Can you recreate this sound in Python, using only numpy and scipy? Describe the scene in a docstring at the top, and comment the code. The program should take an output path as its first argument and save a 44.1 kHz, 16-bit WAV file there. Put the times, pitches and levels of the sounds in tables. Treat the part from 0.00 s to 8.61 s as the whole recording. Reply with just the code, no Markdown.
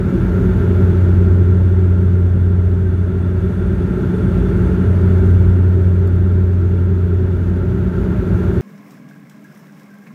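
"""Cabin of a twin turboprop airliner in cruise, heard at a window seat.
From the start two propellers hum at one blade rate; one drifts ahead and back, so their fundamentals
nearly cancel and return while the octave stays. Shaped noise roars as airflow through the cabin's
resonances, with faint whines of fuzzy tone, and thin breathy whistles come and go. Past the middle, three
tiny ticks ring plastic modes. A slow gain control turns the roar down whenever the hum swells."""
import sys
import numpy as np
from scipy import signal
from scipy.fft import rfft, irfft, next_fast_len
from scipy.io import wavfile
from scipy.ndimage import uniform_filter1d

SR = 44100
rng = np.random.default_rng(int(sys.argv[2]) if len(sys.argv) > 2 else 0)


def dump_mix(stems):
    """Bounce the given channels to the path in sys.argv[1] as a 16-bit WAV at rate SR."""
    frames = np.atleast_2d(stems).T  # one column per channel
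    limited = np.clip(frames, -1, 1)  # hard clip at full scale
    pcm = np.round(limited * 32767).astype(np.int16)
    wavfile.write(sys.argv[1], SR, pcm)


N = 379701
TIME = np.arange(N) / SR  # seconds


def gain_of(db):
    """Decibels to amplitude."""
    return 10 ** (np.asarray(db) / 20)


def evened(x):
    """Scales to rms 1."""
    return x / np.sqrt(np.mean(x ** 2) + 1e-20)


def drift(rate_hz):
    """Smooth random motion of rms 1: noise whose spectrum falls away above the given rate."""
    size = next_fast_len(N)
    hz = np.fft.rfftfreq(size, 1 / SR)
    spectrum = rfft(rng.standard_normal(size)) / (1 + (hz / rate_hz) ** 2)
    return evened(irfft(spectrum, size)[:N])


def narrow_band(hz, width_hz):
    """A breathy tone of rms 1: turbulence gathered around one pitch."""
    angle = 2 * np.pi * hz * TIME
    return evened(drift(width_hz) * np.cos(angle) + drift(width_hz) * np.sin(angle))


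# The second propeller's governor hunts: one slow swing ahead and back, furthest ahead at AHEAD_AT_S.
HUNT_PERIOD_S, AHEAD_AT_S = 4.132, 2.075
# Its lead in blade passages: 0 adds the two fundamentals, -0.5 sets them against each other.
LEAD_CENTRE, LEAD_SWING = -0.24, .25


def hunting():
    """The second propeller's lead swings between opposing the first one's hum and reinforcing it."""
    swing = np.cos(2 * np.pi * (TIME - AHEAD_AT_S) / HUNT_PERIOD_S)
    return LEAD_CENTRE + LEAD_SWING * swing


BLADE_HZ = 90.0  # blades passing per second, the same for both propellers
# Blade harmonics 1, 2, 3, .. at the seat, ahead of the gain control.
# Each row: rms level of the first propeller in dB, rms level of the second in dB.
BLADE_LEVELS = [(-15, -12), (-46, -20.5), (-44.5, -51.5), (-57.5, -45), (-62.5, -58.5), (-56, -59.5)]


def propellers(flutter_db=.4, flutter_hz=1.7):
    """Two stacks of blade harmonics interfere; uneven air shakes each one slightly."""
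    lead = hunting()
    first_passages = BLADE_HZ * TIME
    second_passages = first_passages + lead
    first, second = np.zeros(N), np.zeros(N)
    for k, (first_db, second_db) in enumerate(BLADE_LEVELS, 1):
        first += gain_of(first_db) * np.cos(2 * np.pi * k * first_passages)
        second += gain_of(second_db) * np.cos(2 * np.pi * k * second_passages)
    shaken = sum(stack * gain_of(flutter_db * drift(flutter_hz)) for stack in (first, second))
    return np.sqrt(2) * shaken  # a cosine of peak sqrt(2) has rms 1


# Colour of the airflow along the fuselage, before the resonances.
# Each row: frequency in Hz, power density in dB per Hz.
AIRFLOW_COLOUR = [(25, -63), (38, -58), (50, -44.5), (160, -46), (295, -66), (400, -57.5), (490, -65),
                  (750, -68.5), (1150, -71.5), (1700, -72.5), (3000, -85), (7000, -99.7), (12500, -100.6),
                  (15600, -107)]
# Resonances and hollows of cabin air, wall panels and trim.
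# Each row: centre in Hz, half width in Hz, lift in dB (negative for a hollow).
CABIN_RESONANCES = [(54.1, 3, 7.5), (64.8, 22.8, 8.5), (101.2, 15.7, 5.5), (123.5, 17.4, 9),
                    (192.3, 24.5, 12.5), (257.7, 41, 16.5), (326, 24, 15), (373.4, 32.4, 18),
                    (431.9, 29.3, 11.5), (540, 15, 8.5), (606.4, 53.6, 8), (702, 5.8, 2.5), (885, 37, 5.5),
                    (974, 14, 2.5), (1376, 108, 9.5), (1582, 75, 5), (1820, 22, 5.5), (2273, 16, 4),
                    (2770, 16, 3.5), (3430, 140, 2.5), (4460, 26, 1.5), (4580, 45, 2), (4750, 23, 7.5),
                    (4900, 170, -4.5), (6330, 421, 5.5), (7140, 240, 6), (9650, 170, 3.5), (10300, 315, -4)]


def airflow(echo_share=.18):
    """Steady turbulence on the skin, lifted at each cabin resonance and rippled by near reflections."""
    size = next_fast_len(N)
    hz = np.fft.rfftfreq(size, 1 / SR)
    points_hz, points_db = np.transpose(AIRFLOW_COLOUR)
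    colour_db = np.interp(np.log(hz + 1), np.log(points_hz), points_db)
    for centre, width, lift_db in CABIN_RESONANCES:
        colour_db += lift_db * np.exp(-((hz - centre) / width) ** 2)
    # window, wall and seat back return faint copies within about 20 ms, which comb the treble
    echoes = rng.standard_normal(SR // 50) * np.linspace(1, 0, SR // 50)
    echo_spectrum = rfft(echoes / np.linalg.norm(echoes), size)
    treble_share = hz ** 2 / (hz ** 2 + 1200 ** 2)  # half at 1200 Hz
    ripple = 1 + echo_share * echo_spectrum * treble_share
    turbulence = rng.standard_normal(size) * np.sqrt(SR / 2)  # unit power per Hz
    return irfft(rfft(turbulence) * gain_of(colour_db) * ripple, size)[:N]


def gusty(air, depth_db=0.7, gust_hz=12.0, above_hz=4500):
    """The hiss on top of the roar flickers slightly, by a random gain on the treble alone."""
    high_pass = signal.butter(2, above_hz, "high", fs=SR, output="sos")
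    hiss = signal.sosfiltfilt(high_pass, air)
    flicker = gain_of(depth_db * drift(gust_hz))
    return air + hiss * (flicker - 1)


# Faint steady whines of the engines and gears, ahead of the gain control.
# Each row: pitch in Hz, half width in Hz, rms level in dB.
MACHINE_WHINES = [(1383, 17, -48), (1562, 6.8, -55.5), (3487, 16, -65), (6570, 25, -79)]


def whines():
    """Fuzzy machine tones, barely above the roar: a narrow band of noise around each pitch."""
    return sum(gain_of(db) * narrow_band(hz, width) for hz, width, db in MACHINE_WHINES)


# Swells of thin air whistles, ahead of the gain control.
# Each row: time of the peak in seconds, half length in seconds, pitch in Hz, level at the peak in dB.
WHISTLE_SWELLS = [(0.546, .45, 11630, -69), (3.2, 1.4, 3480, -62), (3.599, 2.3, 8610, -65.5),
                  (7.599, 2.3, 11720, -69.5), (8.55, .3, 8700, -71)]


def whistles(width_hz=110):
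    """Air through narrow gaps: each whistle swells and fades on its own pitch."""
    out = np.zeros(N)
    for peak_s, half_s, hz, db in WHISTLE_SWELLS:
        swell = np.exp(-((TIME - peak_s) / half_s) ** 2 / 2)
        out += gain_of(db) * swell * narrow_band(hz, width_hz)
    return out


# Tiny ticks of plastic close by, ahead of the gain control.
# Each row: start in seconds, peak level in dB.
PLASTIC_TICKS = [(5.7324, -44), (6.0746, -36.5), (6.1619, -42)]
# What the plastic rings with.
# Each row: frequency in Hz, relative level in dB, time to fall by 60 dB in seconds.
PLASTIC_MODES = [(4400, -1, .02), (6500, -5, .015), (7400, -3, .015), (8500, -5, .012), (9400, -6, .012),
                 (11500, -5, .012), (12400, -1, .016), (13600, -4, .012), (14600, -6, .012)]


def ticks():
    """Each tick rings the short, high modes of the plastic."""
    out = np.zeros(N)
    t = np.arange(SR // 20) / SR
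    for start_s, peak_db in PLASTIC_TICKS:
        ring = np.zeros(len(t))
        for hz, db, t60 in PLASTIC_MODES:
            decay = gain_of(db - 60 * t / t60)
            ring += decay * np.sin(2 * np.pi * (hz * t + rng.random()))
        ring *= np.minimum(t / .001, 1)  # 1 ms attack
        out[round(start_s * SR):][:len(t)] += gain_of(peak_db) * ring / abs(ring).max()
    return out


def scene():
    """Everything that reaches the seat, summed in one channel."""
    cabin = propellers() + gusty(airflow()) + whines() + whistles() + ticks()
    return cabin[None]


def gain_control(x, target_db=-12.5, start_db=-11.5, settle_s=0.68):
    """Follows the level slowly and steers it towards one loudness."""
    power = uniform_filter1d((x ** 2).mean(0), size=SR // 20)  # mean over 50 ms
    power_db = 10 * np.log10(abs(power) + 1e-12)
    keep = np.exp(-1 / (settle_s * SR))  # one-pole smoothing, settled at start_db beforehand
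    heard_db = start_db + signal.lfilter([1 - keep], [1, -keep], power_db - start_db)
    return x * gain_of(target_db - heard_db)


EDGE_HZ = 15790  # top of the band


def record(dry):
    """Gain control, then a steep low-pass as the band limit."""
    low_pass = signal.firwin(1023, EDGE_HZ, window=("kaiser", 9), fs=SR)
    return signal.oaconvolve(gain_control(dry), low_pass[None], "same")


dry = scene()
out = record(dry)
dump_mix(out)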